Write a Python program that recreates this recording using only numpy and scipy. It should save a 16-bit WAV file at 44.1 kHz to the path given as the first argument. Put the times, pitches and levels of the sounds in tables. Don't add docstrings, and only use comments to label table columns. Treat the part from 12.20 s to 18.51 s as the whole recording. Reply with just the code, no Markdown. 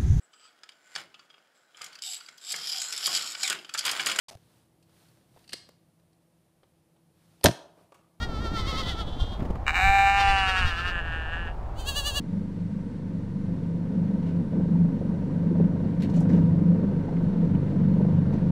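import sys
import numpy as np
from scipy import signal
from scipy.fft import rfft, irfft, next_fast_len
from scipy.io import wavfile
from scipy.ndimage import map_coordinates

SR = 44100
rng = np.random.default_rng(int(sys.argv[2]) if len(sys.argv) > 2 else 0)


def master(y):
    cut = np.clip(np.atleast_2d(y).T, -1, 1)
    pcm = np.round(cut * 32767)
    wavfile.write(sys.argv[1], SR, pcm.astype(np.int16))


N = 278271

# time_s, blade_pass_hz
BLADE_RATE = [(0, 24.25), (2, 24.27), (3.5, 24.23), (4.6, 24.17), (6.31, 24.2)]
# time_s, thrust_db
THRUST = [(0, -11), (1.2, -9.5), (1.75, -3.5), (2.4, -4), (3.1, -2), (4.0, 0.5), (6.31, 1)]
# harmonic_number, relative_db
DRONE_ORDERS = [(2, -23), (3, -22.5), (4, -1), (5, -5.5)]
THROB_ORDERS = [(8, 0), (9, -7)]
BURR_ORDERS = [(10, 0), (11, 0.5), (12, -2.5), (13, -10), (14, -10.5)]
# middle_s, length_s, boom_db, drone_and_hum_db, throb_db, air_and_burr_db
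GUSTS = [(0.16, 0.33, 8.5, 4, 13.5, 1), (0.51, 0.68, 8, 5.5, 12.5, -2.5), (0.69, 0.19, -9, -6, -5, 1.5),
         (0.953, 0.64, 4.5, 4.5, 5, 0.5), (1.304, 0.12, 11.5, -0.5, -3.5, -0.5),
         (1.326, 0.53, 0.5, 6, 9, 2), (1.53, 0.52, 4.5, 0.5, -11.5, -2.0), (1.745, 0.1, -13, -2.5, 2, 0.5),
         (1.833, 0.75, 4.5, 2, 4, -1), (1.939, 0.12, -4.5, -9, 4.5, 2), (2.155, 0.33, 7.0, 0.5, -8, 0.5),
         (2.381, 0.15, 3, -8, 6.5, 4.5), (2.511, 0.093, -6, -1, 4.5, -0.5),
         (2.556, 0.58, 13.5, 1.0, 4, 3.5), (2.623, 0.082, 5.5, 5, 3.5, -3), (2.9, 0.21, 3, -5.5, 7.5, 1.5),
         (3.086, 0.097, -5, -1.5, -2, 0), (3.166, 0.13, 8.0, 3, -11, -1), (3.291, 0.19, 5, -4.5, 2.5, 1.5),
         (3.424, 0.19, 13.5, -1, 2, 3.5), (3.784, 0.23, 5, -2.5, -0.5, -5), (3.87, 0.17, -16, 0.5, 0, 1),
         (3.972, 0.16, 7.5, 1, 2, -0.5), (4.06, 0.2, -1, 5, -10, -2.0), (4.213, 0.57, 10.0, -2, 12.5, 8.5),
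         (4.295, 0.38, 0.0, 6, -15, -8.5), (4.503, 0.18, 12.0, -2.5, 0, -2),
         (4.672, 0.19, -8.5, -2, 5.5, -1), (4.865, 0.21, -15, 4.0, -12.5, -1),
         (4.922, 0.6, 1.5, -7, -6, -2), (5.134, 0.1, -8.5, -7.5, 2, 1.5),
         (5.217, 0.23, 4.5, -5.5, -0.5, -1.5), (5.29, 0.09, -13, 1.0, -6.5, -1.5),
         (5.354, 0.12, 3.5, 2.5, 0.5, 0.5), (5.426, 0.15, -11, 0.5, 0.5, 0),
         (5.552, 0.17, -8, 0.5, -6.0, 1.0), (5.731, 0.6, 0.5, 0, 6.5, -0.5),
         (5.83, 0.13, -5.5, 4, 3.5, 0.5), (5.966, 0.16, 5, 5.5, 3, -0.5),
         (6.178, 0.25, -10.5, -1.5, 1.5, 1.5)]
# time_s, lag_passes
CHOP_LAG = [(0, 0.23), (1.7, .42), (3.2, .47), (5.3, 0.51), (5.7, 0.88)]
# start_s, peak_db, t60_s, centre_hz
SLAPS = [(1.61, -37, 0.026, 456), (1.784, -35, 0.058, 460), (2.329, -33.5, 0.044, 490),
         (2.356, -34, 0.12, 330), (2.396, -33.5, 0.065, 450), (2.455, -33.5, .04, 454),
         (2.552, -48, .08, 824), (2.606, -38.5, 0.035, 520), (2.645, -38.5, 0.047, 530),
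         (2.77, -38, .045, 460), (2.812, -30.5, 0.072, 426), (2.849, -37, 0.044, 515),
         (3.312, -26, 0.08, 328), (3.355, -36, 0.038, 510), (3.397, -24.5, .07, 445),
         (3.437, -35.5, .04, 499), (3.525, -37.5, 0.059, 505), (3.555, -35, 0.051, 485),
         (3.969, -34.5, 0.11, 550), (4.008, -36.5, 0.065, 640), (4.098, -23.5, 0.081, 288),
         (4.141, -27, 0.085, 350), (4.375, -39, 0.034, 570), (4.414, -23, 0.064, 288),
         (4.503, -38, 0.035, 497), (4.63, -30, 0.1, 425), (4.88, -39, 0.13, 690), (5.22, -33.5, 0.14, 467),
         (5.558, -34.5, .04, 557), (5.765, -30.5, 0.061, 510), (5.793, -42.5, 0.074, 830),
         (5.803, -27, 0.079, 467), (5.848, -31, 0.06, 540), (5.884, -35, .05, 452), (5.927, -33, 0.04, 456),
         (6.123, -39, 0.079, 650)]
# time_s, first_hz, second_hz, second_level_db, blur_hz
WHINES = [(0, 9080, 7720, -91, 60), (.35, 9190, 7820, -87, 35), (.6, 9250, 7840, -81, 25),
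          (.9, 9370, 7930, -89, 45), (1.6, 9610, 8130, -92, 70), (1.9, 9880, 8300, -93, 60),
          (2.15, 9960, 8430, -83.5, 35), (2.7, 10160, 8590, -83.5, 40), (3.5, 10350, 8770, -89, 135),
          (4.6, 10620, 8960, -87.5, 125), (5.5, 10750, 9030, -86, 110), (6.31, 10850, 9050, -87.5, 110)]
# start_s, peak_db, t60_s, centre_hz, half_width_octaves
SPRAY_AND_WIND = [(1.84, -65, .55, 1990, 0.54), (2.022, -61, 0.29, 2200, 0.63),
                  (2.06, -59, 0.3, 2490, 0.67), (3.799, -53, 0.15, 2460, .8),
                  (3.817, -46, 0.19, 2220, 0.76), (3.819, -53, .12, 4000, 0.23),
                  (3.821, -59, 0.11, 9800, .5), (3.895, -58.5, 0.14, 4200, 0.94),
                  (3.929, -56.5, 0.58, 2644, 0.97), (3.959, -56, .15, 6500, 0.36),
                  (4.002, -55.5, 0.12, 6560, 0.59), (4.005, -65, .08, 10900, 0.38),
                  (4.05, -53, 0.14, 1490, 0.3), (4.088, -50.5, .28, 1580, .5),
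                  (4.086, -63, 0.33, 5400, 0.28), (4.122, -55.5, 0.45, 1930, 0.77),
                  (4.16, -64.5, .15, 5740, 0.43), (4.965, -56.5, 0.12, 2000, 0.35),
                  (5.351, -49.5, 0.033, 2290, 0.34), (6.122, -56.5, 0.23, 1900, 0.65),
                  (6.135, -62, .16, 4700, .45)]
# frequency_hz, relative_db
WASH_SPECTRUM = [(10, -49), (22, -14.5), (33, -12), (42, -20), (62, -15), (80, -9), (135, -6), (180, -0.5),
                 (215, 0), (250, -5), (290, -5), (330, -20), (450, -33), (1200, -120)]
SWISH_SPECTRUM = [(150, -41.5), (290, 1), (360, 1), (392, -5.5), (425, 0.5), (510, 1), (580, -7),
                  (660, -9.5), (770, -17.5), (1000, -18), (1130, -22.5), (1900, -30.5), (3500, -45),
                  (14000, -85)]
TIP_SPECTRUM = [(400, -24.5), (900, 3.5), (1350, 0.5), (2200, -7.5), (4000, -14.5), (8000, -33),
                (14000, -59.5)]
BUFFET_SPECTRUM = [(20, -8), (45, -9.5), (80, 1), (105, 7.5), (150, -16), (400, -63.5), (900, -120)]
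EXHAUST_SPECTRUM = [(100, -28), (800, 9.5), (2100, 4), (2500, 1), (2900, -2), (3150, -1.5), (4200, -4),
                    (4800, -5.5), (5800, -7), (6600, -10), (9200, -13), (10700, -16), (12000, -22),
                    (15000, -31.5)]
HULL_SPECTRUM = [(15, -29.5), (27, -6), (33, 4.5), (42, -14.5), (60, -13.5), (150, -24), (800, -100)]
# centre_hz, bandwidth_hz, gain_db
WALL_MODES = [(930, 55, 3), (1535, 60, 0), (1840, 90, -8), (2040, 60, -10), (2870, 120, -8),
              (3720, 130, -9), (4265, 130, -2), (5750, 250, -10), (7500, 400, -13)]

# hover_db, db_per_thrust_db, airborne_gain_db
THUMP_LAW, DRONE_LAW, HUM_LAW = (-45.5, -0.07, 5.7), (-34.5, 0.91, 2), (-33.6, 1.4, 2)
BOOM_LAW, THROB_LAW, BURR_LAW = (-29, 1.15, 2.8), (-29, 1.37, -1.8), (-35.5, 1.3, -4)
WASH_LAW, SWISH_LAW, TIP_LAW = (-30.5, 0.59, -0.3), (-38.5, 0.9, 0), (-62, 0.9, 3.5)
EXHAUST_LAW = (-60.5, 0.04, 0.3)
LIFT_OFF_MIDDLE_S, LIFT_OFF_LENGTH_S = 4.7, 0.7


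def rotor(passes, boom_db, drone_db, throb_db, air_db):
    def gain(law, gust_db=0):
        eddy_db = wobble(17)
        return amp(level(law) + gust_db + eddy_db)

    thump = gain(THUMP_LAW) * harmonics(passes, [(0.99, 0)], 0.1, flutter_hz=8)
    drone = gain(DRONE_LAW, drone_db) * harmonics(passes, DRONE_ORDERS, 0.22, 13, drift_rad=0.22)
    hum = gain(HUM_LAW, drone_db) * harmonics(passes, [(6, 0)], 0.35, 12, drift_rad=0.58)
    boom = gain(BOOM_LAW, boom_db) * harmonics(passes, [(7, 0)], 0.16, 14, drift_rad=0.55)
    throb = gain(THROB_LAW, throb_db) * harmonics(passes, THROB_ORDERS, 0.29, 20, drift_rad=1.18)
    burr = gain(BURR_LAW, air_db) * harmonics(passes, BURR_ORDERS, 0.35, 20, drift_rad=1.3)
    return thump + drone + hum + boom + throb + burr


def harmonics(passes, orders, flutter_depth, flutter_hz, drift_rad=0):
    total = np.zeros(N)
    for order, db in orders:
        flutter = 1 + flutter_depth * (wobble(flutter_hz) + 1j * wobble(flutter_hz))
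        drift = np.exp(1j * drift_rad * wobble(11))
        carrier = np.exp(2j * np.pi * (order * passes + rng.random()))
        total += amp(db) * np.real(flutter * drift * carrier)
    return unit(total)


def level(law):
    hover_db, db_per_thrust_db, airborne_gain_db = law
    thrust_db, = curves(THRUST)
    airborne = np.clip((np.arange(N) / SR - LIFT_OFF_MIDDLE_S) / LIFT_OFF_LENGTH_S + 0.5, 0, 1)
    return hover_db + db_per_thrust_db * thrust_db + airborne_gain_db * airborne


def gusts():
    return sum(np.outer(sizes_db, swell(middle_s, length_s)) for middle_s, length_s, *sizes_db in GUSTS)


def downwash(passes, gust_db):
    lag, = curves(CHOP_LAG)
    wash = amp(level(WASH_LAW) + gust_db) * noise(WASH_SPECTRUM)
    uneven_db = 0.64 * wobble(30)
    swish = amp(level(SWISH_LAW) + 0.49 * gust_db + uneven_db) * noise(SWISH_SPECTRUM)
    tips = amp(level(TIP_LAW) + 0.3 * gust_db) * noise(TIP_SPECTRUM)
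    wash *= chop(passes - lag, depth_db=1.6)
    swish *= chop(passes - lag, depth_db=1.5)
    tips *= chop(passes - lag, depth_db=1.4)
    return wash + housing(swish + tips)


def chop(passes, depth_db):
    return unit(amp(depth_db * np.cos(2 * np.pi * passes)))


def blade_slaps(rise_share=0.058, octaves=0.4):
    out, t = np.zeros(N + SR), np.arange(SR // 8) / SR
    for start_s, peak_db, t60_s, centre_hz in SLAPS:
        envelope = burst(t, rise_share * t60_s, t60_s)
        band = filtered(rng.standard_normal(len(t)), lambda hz: bell(hz, centre_hz, octaves) ** 2)
        puff = envelope * band
        puff *= np.linalg.norm(envelope) / np.linalg.norm(puff)
        out[round(start_s * SR):][:len(t)] += amp(peak_db) * puff
    return housing(out[:N])


def buffet(middle_s=4.28, length_s=0.7):
    return amp(-31 + 2.3 * wobble(14)) * swell(middle_s, length_s) * noise(BUFFET_SPECTRUM)


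def turbines(first_db=-85.7):
    first_hz, second_hz, second_db, blur_hz = curves(WHINES)

    def whine(hz):
        fading = amp(wobble(7))
        blurred_hz = hz + blur_hz * wobble(400)
        return fading * np.sin(2 * np.pi * np.cumsum(blurred_hz) / SR)

    whines = amp(first_db) * whine(first_hz) + amp(second_db) * whine(second_hz)
    exhaust = amp(level(EXHAUST_LAW) + 0.39 * wobble(12)) * noise(EXHAUST_SPECTRUM)
    return housing(exhaust) + whines


def spray_and_wind(rise_share=0.026, grain_db=2.5, rolloff_hz=12500):
    out, t = np.zeros(N + SR), np.arange(SR // 3) / SR
    for start_s, peak_db, t60_s, centre_hz, octaves in SPRAY_AND_WIND:
        grain = amp(grain_db * np.repeat(rng.standard_normal(len(t)), repeats=32)[:len(t)])
        colour = lambda hz: bell(hz, centre_hz, octaves) / (1 + (hz / rolloff_hz) ** 4)
        rasp = unit(filtered(grain * rng.standard_normal(len(t)), colour))
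        envelope = burst(t, rise_share * t60_s, t60_s)
        out[round(start_s * SR):][:len(t)] += amp(peak_db) * envelope * rasp
    return housing(out[:N], ring_db=4)


def hull_rumble():
    return amp(-54) * noise(HULL_SPECTRUM)


def housing(x, ring_db=0):
    def response(hz):
        return 1 + sum(amp(db + ring_db) * 1j * hz * width / (centre ** 2 - hz ** 2 + 1j * hz * width)
                       for centre, width, db in WALL_MODES)

    return filtered(x, response)


def burst(t, rise_s, t60_s):
    return np.minimum(t / rise_s, 1) * amp(-60 * np.maximum(t - rise_s, 0) / t60_s)


def swell(middle_s, length_s):
    return np.cos(np.pi * np.clip((np.arange(N) / SR - middle_s) / length_s, -0.5, 0.5)) ** 2


def bell(hz, centre_hz, octaves):
    return 1 / (1 + (np.log2((hz + 1) / centre_hz) / octaves) ** 2)


def noise(spectrum):
    points_hz, points_db = np.transpose(spectrum)
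    colour = lambda hz: amp(np.interp(np.log(hz + 1), np.log(points_hz), points_db))
    return unit(filtered(rng.standard_normal(N), colour))


def filtered(x, response):
    size = next_fast_len(len(x) + 8192)
    return irfft(rfft(x, size) * response(np.fft.rfftfreq(size, 1 / SR)), size)[:len(x)]


def wobble(rate_hz):
    knots = rng.standard_normal(int(N * rate_hz / SR) + 4)
    return map_coordinates(knots, [np.arange(N) * rate_hz / SR])


def curves(rows):
    times_s, *columns = np.transpose(rows)
    return [np.interp(np.arange(N) / SR, times_s, column) for column in columns]


def amp(db):
    return 10 ** (np.asarray(db) / 20)


def unit(x):
    return x / np.sqrt(np.mean(x ** 2) + 1e-20)


def scene():
    blade_hz, = curves(BLADE_RATE)
    passes = np.cumsum(blade_hz) / SR
    boom_db, drone_db, throb_db, air_db = gusts()
    tones = rotor(passes, boom_db, drone_db, throb_db, air_db)
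    air = downwash(passes, air_db) + buffet() + blade_slaps()
    return (tones + air + turbines() + spray_and_wind() + hull_rumble())[None]


def record(dry, cutoff_hz=14900, fade_s=0.004):
    lowpass = signal.ellip(10, 0.1, 90, cutoff_hz, fs=SR, output="sos")
    return signal.sosfilt(lowpass, dry) * signal.windows.tukey(N, 2 * fade_s * SR / N)


dry = scene()
out = record(dry)
master(out)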